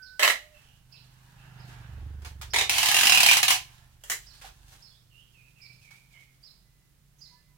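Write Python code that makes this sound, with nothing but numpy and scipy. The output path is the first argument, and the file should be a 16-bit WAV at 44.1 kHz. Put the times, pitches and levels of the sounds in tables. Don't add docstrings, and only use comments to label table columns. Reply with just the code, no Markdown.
import sys
import numpy as np
from scipy import signal
from scipy.fft import rfft, irfft, next_fast_len
from scipy.io import wavfile
from scipy.ndimage import uniform_filter1d

SR = 44100
rng = np.random.default_rng(int(sys.argv[2]) if len(sys.argv) > 2 else 0)


def master(y):
    cut = np.clip(np.atleast_2d(y).T, -1, 1)
    pcm = np.round(cut * 32767)
    wavfile.write(sys.argv[1], SR, pcm.astype(np.int16))


N = 333837
TIME = np.arange(N) / SR

# (frequency [Hz], relative density [dB per Hz])
FIRST_PULL_COLOUR = [(60, -53), (200, -29), (450, -14), (600, -1), (720, -6.5), (880, -16), (1100, -10.5),
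                     (1450, -8.5), (2000, -1.5), (2500, -9), (3700, -12), (4800, -17.5), (7500, -19),
                     (10500, -21.5), (15500, -25)]
SECOND_PULL_COLOUR = [(120, -49), (200, -16), (298, -18.5), (399, -1.5), (641, -6), (742, -2.5),
                      (1450, -12), (2470, 1), (2750, -9.5), (3680, -2), (4260, -10), (7090, -12.5),
                      (15500, -25.5)]
LONG_PULL_COLOUR = [(40, -42), (130, -20), (250, -18), (420, -14.5), (520, -12), (620, -19), (760, -3),
                    (1050, -6), (1450, -8), (1850, -2.5), (2700, 1.5), (3700, -3), (7000, -7),
                    (10000, -9.5), (15500, -15)]
LAST_PULL_COLOUR = [(80, -45.5), (250, -24), (400, -8.5), (620, -14), (1000, -13.5), (1500, -8.5),
                    (1800, -6), (2300, -9), (4500, -14.5), (7300, -6.5), (10000, -13.5), (15500, -16)]


def tape(jerks):
    first = pull("first", FIRST_PULL_COLOUR, jerks, core_db=-21.5)
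    second = pull("second", SECOND_PULL_COLOUR, jerks, core_db=-11)
    long = pull("long", LONG_PULL_COLOUR, jerks, core_db=-3.0)
    last = pull("last", LAST_PULL_COLOUR, jerks, core_db=-15)
    return first + second + long + last


# (pull [name], start [s], stop [s], level [dB])
PEEL_STRETCHES = [("first", .192, .305, -27.5), ("second", 2.531, 2.63, -31), ("long", 2.695, 2.93, -27),
                  ("long", 2.945, 3.385, -28), ("long", 3.428, 3.445, -28), ("long", 3.482, 3.5375, -25),
                  ("last", 4.039, 4.085, -54), ("last", 4.095, 4.13, -34)]
# (frequency [Hz], width [Hz], relative level [dB])
CORE_MODES = [(758, 97, -19.5), (833, 24, -17.5), (1074, 76, -23.5), (1780, 160, -16)]
PEEL_ATTACK_S = 0.009
PEEL_RELEASE_DB_PER_S = 600
SLIP_LIFE_S = 0.0044
STRIP_FLUTTER_RAD = 0.99


def pull(name, colour, jerks, core_db, size=8192):
    stretches = [row[1:] for row in PEEL_STRETCHES if row[0] == name]
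    peel = np.zeros(N)
    t = TIME[:SR]
    for start, stop, db in stretches:
        onset = 1 - np.exp(-t / PEEL_ATTACK_S)
        overrun_s = np.maximum(t - (stop - start), 0)
        add(peel, start, onset * amp(db - PEEL_RELEASE_DB_PER_S * overrun_s))

    threads = snaps(per_second=7000, scatter_db=3.5)
    force = threads * peel
    flutter = STRIP_FLUTTER_RAD * wobble(600)
    strip = np.zeros(N)
    earliest, latest = stretches[0][0] - .03, stretches[-1][1] + .03
    for s, db, hz, ring_db in jerks:
        if not earliest < s < latest:
            continue
        now = slice(round(s * SR), round(s * SR) + size)
        onset_s = s - .001
        shower = burst(SLIP_LIFE_S, rise=0.00036) * threads[now]
        add(force, onset_s, amp(db + 3) * shower)
        ring = burst(SLIP_LIFE_S, rise=0.00014) * np.sin(2 * np.pi * hz * TIME[:size] + flutter[now])
        add(strip, onset_s, amp(db + ring_db) * ring)

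    core = sum(amp(db + core_db) * resonate(force, hz, width) for hz, width, db in CORE_MODES)
    no_bass = signal.butter(4, 550, "highpass", fs=SR, output="sos")
    return coloured(force, colour) + signal.sosfilt(no_bass, strip + core)


# (time [s], relative level [dB], strip pitch [Hz], strip ring over jerk [dB])
SINGLE_JERKS = [(.1953, -18, 2060, -6), (.2257, -17, 2299, -8), (.2316, -11.5, 2677, 1.5),
                (.2479, -12.5, 1970, -2.5), (.2773, -12.5, 1940, -2), (.2989, -17.5, 1943, 1.5),
                (2.5362, -20.5, 1876, -0.5), (2.543, -20, 1920, 2), (2.5619, -16.5, 1980, -7),
                (2.5864, -16, 2530, -3), (2.612, -17, 2440, -9.5), (2.6959, -15, 2620, 1),
                (2.7826, -15.5, 2660, -12), (3.2885, -10.5, 2410, 8), (3.3131, -10.5, 2860, -1),
                (3.3324, -14.5, 1830, -2), (3.3702, -12.5, 2860, -12.5), (3.4306, -11.5, 2230, -10.5),
                (3.482, -12.5, 2970, -13), (3.5064, -10, 2315, -12), (4.0378, -39, 3260, -3),
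                (4.0995, -21.5, 1830, -12), (4.117, -25, 1760, 1)]
# (start [s], length [s], slips [per s], relative level [dB], strip pitch [Hz], strip ring over slip [dB])
CHATTER_RUNS = [(2.831, .09, 36, -15.5, 2748, -10), (2.945, .115, 45.4, -13, 2870, -2),
                (3.0707, .11, 38.5, -11.5, 2800, 4), (3.2036, .07, 34, -9.5, 2570, -7)]
SLIP_JITTER_S, SLIP_SCATTER_DB, PITCH_SCATTER = 0.0005, 1, 0.018


def slips():
    rows = list(SINGLE_JERKS)
    for start, length, rate, db, hz, ring_db in CHATTER_RUNS:
        chance = rng.standard_normal((16, 3))
        for s, (late, louder, higher) in zip(np.arange(start, start + length, 1 / rate), chance):
            slip_s = s + SLIP_JITTER_S * late
            slip_db = db + SLIP_SCATTER_DB * louder
            slip_hz = hz * (1 + PITCH_SCATTER * higher)
            rows.append((slip_s, slip_db, slip_hz, ring_db))
    return rows


# (time [s], level [dB], life [s])
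CREASE_TIMES = [(2.219, -52, 0.014), (2.247, -40, 0.024), (2.413, -33.5, 0.013), (4.335, -59.5, 0.017),
                (4.413, -43.5, .025), (4.449, -47.5, 0.027), (4.719, -54.5, 0.037), (5.906, -49.5, .014)]
# (frequency [Hz], relative density [dB per Hz])
GIVING_COLOUR = [(150, -29), (400, -7.5), (900, 4), (1800, 0.5), (3300, -2), (7000, -7), (15000, -14.5)]
RUB_COLOUR = [(120, -28), (200, -4.5), (503, -19.5), (610, -7), (899, -2.5), (1210, -7), (1680, -3.5),
              (2260, -13.5), (2550, -10.5), (7000, -29), (9100, -48.5), (15400, -120)]
CRINKLE_COLOUR = [(1500, -14.5), (3000, 5.5), (5500, 4), (9000, 1), (15500, -6.5)]


def wrap(rubbing, crinkling):
    rub_grain = snaps(per_second=8200, scatter_db=4.5) * amp(2.0 + 0.89 * wobble(20))
    rub = coloured(rub_grain * rubbing, RUB_COLOUR)
    crinkle_grain = snaps(per_second=840, scatter_db=9.5) * amp(3.5 + 3.0 * wobble(24))
    crinkle = coloured(crinkle_grain * crinkling, CRINKLE_COLOUR)

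    giving, bump = np.zeros(N), np.zeros(N)
    for s, db, life in CREASE_TIMES:
        add(giving, s, amp(db) * burst(life, rise=0.00062))
    creases = coloured(giving * snaps(per_second=1200, scatter_db=2.5), GIVING_COLOUR)

    core_tone = np.sin(2 * np.pi * CORE_MODES[0][0] * TIME[:8192])
    add(bump, 4.443, amp(-38) * burst(life=0.011, rise=0.0019) * core_tone)
    return rub + crinkle + bump + creases


# (peak time [s], swell [s], fade [s], relative rubbing [dB], relative crinkle [dB])
RUSTLE_SWELLS = [(0.601, .1, .15, -68, -68.5), (1.15, .2, 0.25, -74.5, -72.5), (1.68, .42, 0.56, -57, -74),
                 (1.705, .02, 0.023, -65.5, -64), (3.75, .1, 0.23, -66, -71.5), (4.33, .12, .1, -68, -66),
                 (4.7, .2, 0.18, -67, -66.5), (5.9, 0.76, 0.67, -81, -74), (6.14, .02, 0.0554, -75, -74)]


def rustle_swells():
    rub, crinkle = np.zeros(N), np.zeros(N)
    for s, swell, fade, rub_db, crinkle_db in RUSTLE_SWELLS:
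        shape = np.exp(-np.abs((TIME - s) / np.where(TIME < s, swell, fade)) ** 1.5)
        rub += amp(rub_db) * shape
        crinkle += amp(crinkle_db) * shape
    return rub, crinkle


# (frequency [Hz], gain of the side signal [dB])
WORK_WIDTH = [(100, -9), (350, -2.5), (750, -12.5), (1300, -2), (3000, 1.5)]
# (frequency [Hz], left gain over right [dB])
WORK_LEAN = [(100, -3.5), (350, -3), (1200, -5), (2800, -4), (5500, -2), (9000, 0), (15000, 2.5)]
# (frequency [Hz], time to fall 60 dB [s])
SHED_DECAY = [(200, 0.25), (1400, 0.2), (4000, 0.24), (12000, 0.18)]
# (frequency [Hz], time to fall 60 dB [s])
YARD_DECAY = [(500, .55), (3000, .6), (8000, .55)]


def work():
    jerks, swells = slips(), rustle_swells()
    left = tape(jerks) + wrap(*swells)
    right = tape(jerks) + wrap(*swells)
    mid = (left + right) / 2
    side = filtered((left - right) / 2, lambda hz: amp(along(WORK_WIDTH, hz)))
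    near = np.array([mid + side, mid - side])
    shed = room(near, SHED_DECAY, tail_db=-1)
    yard = room(near, YARD_DECAY, tail_db=-22.5, count=6)
    heard = amp(-3.5) * near + shed + yard
    return filtered(heard, lambda hz: amp(np.outer([.5, -.5], along(WORK_LEAN, hz))))


# (time [s], relative level [dB])
CHIP_TIMES = [(.02, -49.5), (0.916, -52), (1.59, -59), (2.498, -47.5), (4.258, -51), (4.816, -51.5),
              (5.61, -50.5), (6.428, -50), (7.208, -49)]
# (time after its start [s], pitch before scatter [Hz], relative level [dB])
CHIP_COURSE = [(0, 4606, -11.5), (.012, 4960, 6), (0.025, 5300, -7.5), (0.035, 4700, -7),
               (0.051, 4220, -0.5), (.07, 4000, -16)]
# (start [s], length [s], pitch around the dip [Hz], upward glide [share of pitch], relative level [dB],
# huskiness [share of pitch])
WHISTLES = [(.53, 0.0695, 2650, 0.11, -58.5, 0.084), (0.622, .11, 2780, -.1, -60.5, 0.063),
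            (0.924, 0.0614, 2700, 0.047, -56, 0.07), (1.376, 0.059, 2670, 0.003, -58.5, 0.046),
            (4.896, .09, 3350, .05, -62.5, 0.022), (5.1, .135, 2770, .06, -55.5, 0.029),
            (5.323, .165, 2440, -.13, -57, 0.026), (5.556, .18, 2290, -.16, -54.5, 0.029),
            (5.808, .19, 2220, -.13, -54.5, 0.024), (6.108, 0.13, 2110, -.06, -54.5, 0.029),
            (6.119, .075, 2910, -0.103, -63, .05), (7.183, 0.0327, 5970, 0, -57.5, .03)]
SCOOP, SCOOP_SKEW = 0.2, 0.8


def birds():
    calls = np.zeros(N)
    at, pitch, level = np.transpose(CHIP_COURSE)
    t = TIME[:SR // 10]
    rasp = wobble(900)
    for s, db in CHIP_TIMES:
        unsteady = .012 * rng.standard_normal() + .045 * rasp[round(s * SR):][:len(t)]
        hz = np.interp(t, at, pitch) * (1 + unsteady)
        loudness = amp(db + np.interp(t, at, level, right=-120))
        add(calls, s, loudness * np.sin(2 * np.pi * np.cumsum(hz) / SR))

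    for s, length, dip_hz, glide, db, husky in WHISTLES:
        u = np.linspace(0, 1, int(length * SR))
        scoop = SCOOP * (2 * u ** SCOOP_SKEW - 1) ** 2
        hz = dip_hz * (1 + scoop + glide * (u - .5))
        hz = hz * (1 + husky * rasp[round(s * SR):][:len(u)])
        swell = np.sqrt(np.abs(np.sin(np.pi * u)))
        add(calls, s, amp(db) * swell * np.sin(2 * np.pi * np.cumsum(hz) / SR))

    direct = amp(-7) * calls
    return direct + room(np.array([calls, calls]), YARD_DECAY, tail_db=-2.0, count=12)


# (start [s], length [s], pitch [Hz], relative level [dB])
FAR_TONES = [(-.03, 0.23, 1510, -50.5), (0.292, 0.31, 605, -59), (6.607, 0.34, 2010, -76.5),
             (7.245, 0.31, 2029, -71), (7.296, 0.12, 984, -62), (7.338, 0.12, 1743, -67),
             (7.465, 0.16, 990, -74.5)]


def far_tones():
    out = np.zeros(N)
    for s, length, hz, db in FAR_TONES:
        gate = np.clip(np.minimum(TIME - s, s + length - TIME) / 0.046, 0, 1)
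        waver = amp(1.8 * wobble(25)) * np.sin(2 * np.pi * hz * TIME + .5 * wobble(40))
        out += amp(db - 3.0) * gate * waver
    return out


# (time [s], firings before a slight waver [per s])
ENGINE_SPEED = [(0, 24), (1.4, 25.7), (1.85, 24), (1.98, 22.7), (2.15, 24.6), (2.55, 22), (3.7, 24.2),
                (5.5, 24.7), (7.57, 29)]
# (multiple of the firing rate, relative level [dB])
BOOM_ORDERS = [(3, 4.5), (4, -5.5)]
DRONE_ORDERS = [(4, -11.5), (5, 3), (6, -6), (7, -12)]
# (time [s], relative level [dB])
BOOM_SWELL = [(0, -74), (1.35, -70.5), (1.85, -54), (1.95, -38), (2.1, -40), (2.55, -50), (2.7, -56.5),
              (3.9, -66.5), (4.7, -65.5), (5.1, -82)]
# (time [s], relative level [dB])
DRONE_SWELL = [(0, -80), (.45, -77), (.65, -62.5), (1.18, -60.5), (1.65, -46.5), (2.2, -52.5), (3.3, -56),
               (4.0, -65), (5.05, -67), (5.8, -61), (6.4, -72), (7.57, -66.5)]
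RUMBLE_DB, RUMBLE_FOLLOWS = -63, 0.4


def engine():
    firing_hz = curves(ENGINE_SPEED)[0] * (1 + .005 * wobble(6))
    turn = 2 * np.pi * np.cumsum(firing_hz) / SR
    boom_db, drone_db = curves(BOOM_SWELL)[0], curves(DRONE_SWELL)[0]
    rumble_db = RUMBLE_DB + RUMBLE_FOLLOWS * (boom_db - boom_db.mean())

    def stack(orders):
        return unit(sum(amp(db + 1.4 * wobble(6.5)) * np.sin(k * turn + .4 * wobble(10)) for k, db in orders))

    rumble = unit(resonate(rng.standard_normal(N), hz=47, width_hz=8.9, size=8192))
    pulsing = rng.standard_normal(N) * (1 + 0.7 * np.cos(turn))
    puff_colour = [(40, -10), (100, 0.5), (220, -12.5), (400, -16.5), (900, -28), (3000, -70)]  # (Hz, dB per Hz)
    puffs = unit(coloured(pulsing, puff_colour))
    boom = amp(boom_db) * (stack(BOOM_ORDERS) + amp(-17) * puffs)
    drone = amp(drone_db) * (stack(DRONE_ORDERS) + amp(-13) * puffs)
    return boom + drone + amp(rumble_db) * rumble


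# (frequency [Hz], relative density [dB per Hz])
AIR_COLOUR = [(20, -5.5), (60, -0.5), (140, 3), (210, -8), (420, -14), (700, -16), (2000, -15), (8000, -18),
              (15500, -19)]
# (frequency [Hz], left-right likeness [0 to 1])
AIR_LIKENESS = [(60, 0.29), (200, 0.59), (600, 0.47), (2000, .05)]


def air():
    def mid_and_side(hz):
        angle = np.arccos(np.clip(along(AIR_LIKENESS, hz), -1, 1)) / 2
        return amp(along(AIR_COLOUR, hz)) * [np.cos(angle), np.sin(angle)]

    mid, side = filtered(rng.standard_normal((2, N)), mid_and_side)
    return amp(-64.0) * unit(np.array([mid + side, mid - side]))


def room(x, decay, tail_db, count=44):
    hop = N // count
    out = np.zeros((2, N + hop))
    fade = np.sin(np.pi * (np.arange(2 * hop) + .5) / (2 * hop))
    padded = np.pad(x[::-1], ((0, 0), (hop, 2 * hop)))
    for start in range(0, N, hop):
        wet = signal.fftconvolve(padded[:, start:start + 2 * hop] * fade, tail(decay), axes=1)
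        for ear, sound in zip(out, wet):
            add(ear, start / SR, sound)
    return amp(tail_db) * out[:, hop:hop + N]


def tail(decay):
    hz, t, z = signal.stft(rng.standard_normal((2, SR // 2)), SR, nperseg=256)
    fall = amp(-60 * t / along(decay, hz)[:, None])
    echo = signal.istft(z * fall, SR, nperseg=256)[1]
    return echo / np.linalg.norm(echo, axis=1, keepdims=True)


def snaps(per_second, scatter_db):
    fires = rng.random(N) < per_second / SR
    sign = np.sign(rng.standard_normal(N))
    size = amp(scatter_db * np.clip(rng.standard_normal(N), -2, 2))
    return unit(fires * sign * size)


def burst(life, rise, size=8192):
    t = TIME[:size]
    return (1 - np.exp(-t / rise)) * np.exp(-t / life)


def resonate(x, hz, width_hz, size=2048):
    t = TIME[:size]
    kernel = np.sin(2 * np.pi * hz * t) * np.exp(-np.pi * width_hz * t)
    return signal.oaconvolve(x, kernel / np.linalg.norm(kernel))[:len(x)]


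def coloured(x, spectrum, size=4096):
    gain = amp(along(spectrum, np.fft.rfftfreq(size, 1 / SR)))
    cepstrum = irfft(np.log(gain + 1e-6))
    cepstrum[1:size // 2] *= 2
    cepstrum[size // 2 + 1:] = 0
    kernel = irfft(np.exp(rfft(cepstrum)))
    return signal.oaconvolve(x, kernel / np.linalg.norm(kernel))[:len(x)]


def filtered(x, response):
    m = next_fast_len(N + SR // 2)
    return irfft(rfft(x, m) * response(np.fft.rfftfreq(m, 1 / SR)), m)[..., :N]


def wobble(rate):
    real, imaginary = rng.standard_normal((int(N / SR * rate / 2) + 2, 2)).T
    return unit(irfft(real + 1j * imaginary, next_fast_len(N, True))[:N])


def curves(rows):
    s, *columns = np.transpose(rows)
    return [np.interp(TIME, s, column) for column in columns]


def along(points, hz):
    f, v = np.transpose(points)
    return np.interp(np.log(hz + 1), np.log(f + 1), v)


def add(track, s, sound):
    part = track[max(round(s * SR), 0):][:len(sound)]
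    part += sound[:len(part)]


def amp(db):
    return 10 ** (np.asarray(db) / 20)


def unit(x):
    return x / np.sqrt(np.mean(x ** 2) + 1e-20)


def rightwards(db):
    return amp(db * np.array([[-.5], [.5]]))


def scene():
    calls = rightwards(db=13.5) * (birds() + far_tones())
    background = rightwards(db=4.0) * (engine() + air())
    return work() + calls + background


QUIET_DB, SUPPRESS_DB = -56, 5
SUPPRESS_SLOPE, SUPPRESS_S = 0.33, 0.06


def suppress(x):
    upper = filtered(x, lambda hz: along([(200, 0), (500, 1)], hz))
    treble = filtered(x, lambda hz: hz > 2000)
    power = uniform_filter1d(np.mean(treble ** 2, axis=0), int(SUPPRESS_S * SR))
    level_db = 10 * np.log10(np.abs(power) + 1e-14)
    gain = amp(np.clip(SUPPRESS_SLOPE * (level_db - QUIET_DB), -SUPPRESS_DB, 0))
    return x + (gain - 1) * upper


TOP_HZ = 15900


def record(dry):
    quietened = suppress(dry)
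    rounded = quietened / (1 + np.abs(quietened / .9) ** 6) ** (1 / 6)
    return filtered(rounded, lambda hz: hz < TOP_HZ)


dry = scene()
out = record(dry)
master(out)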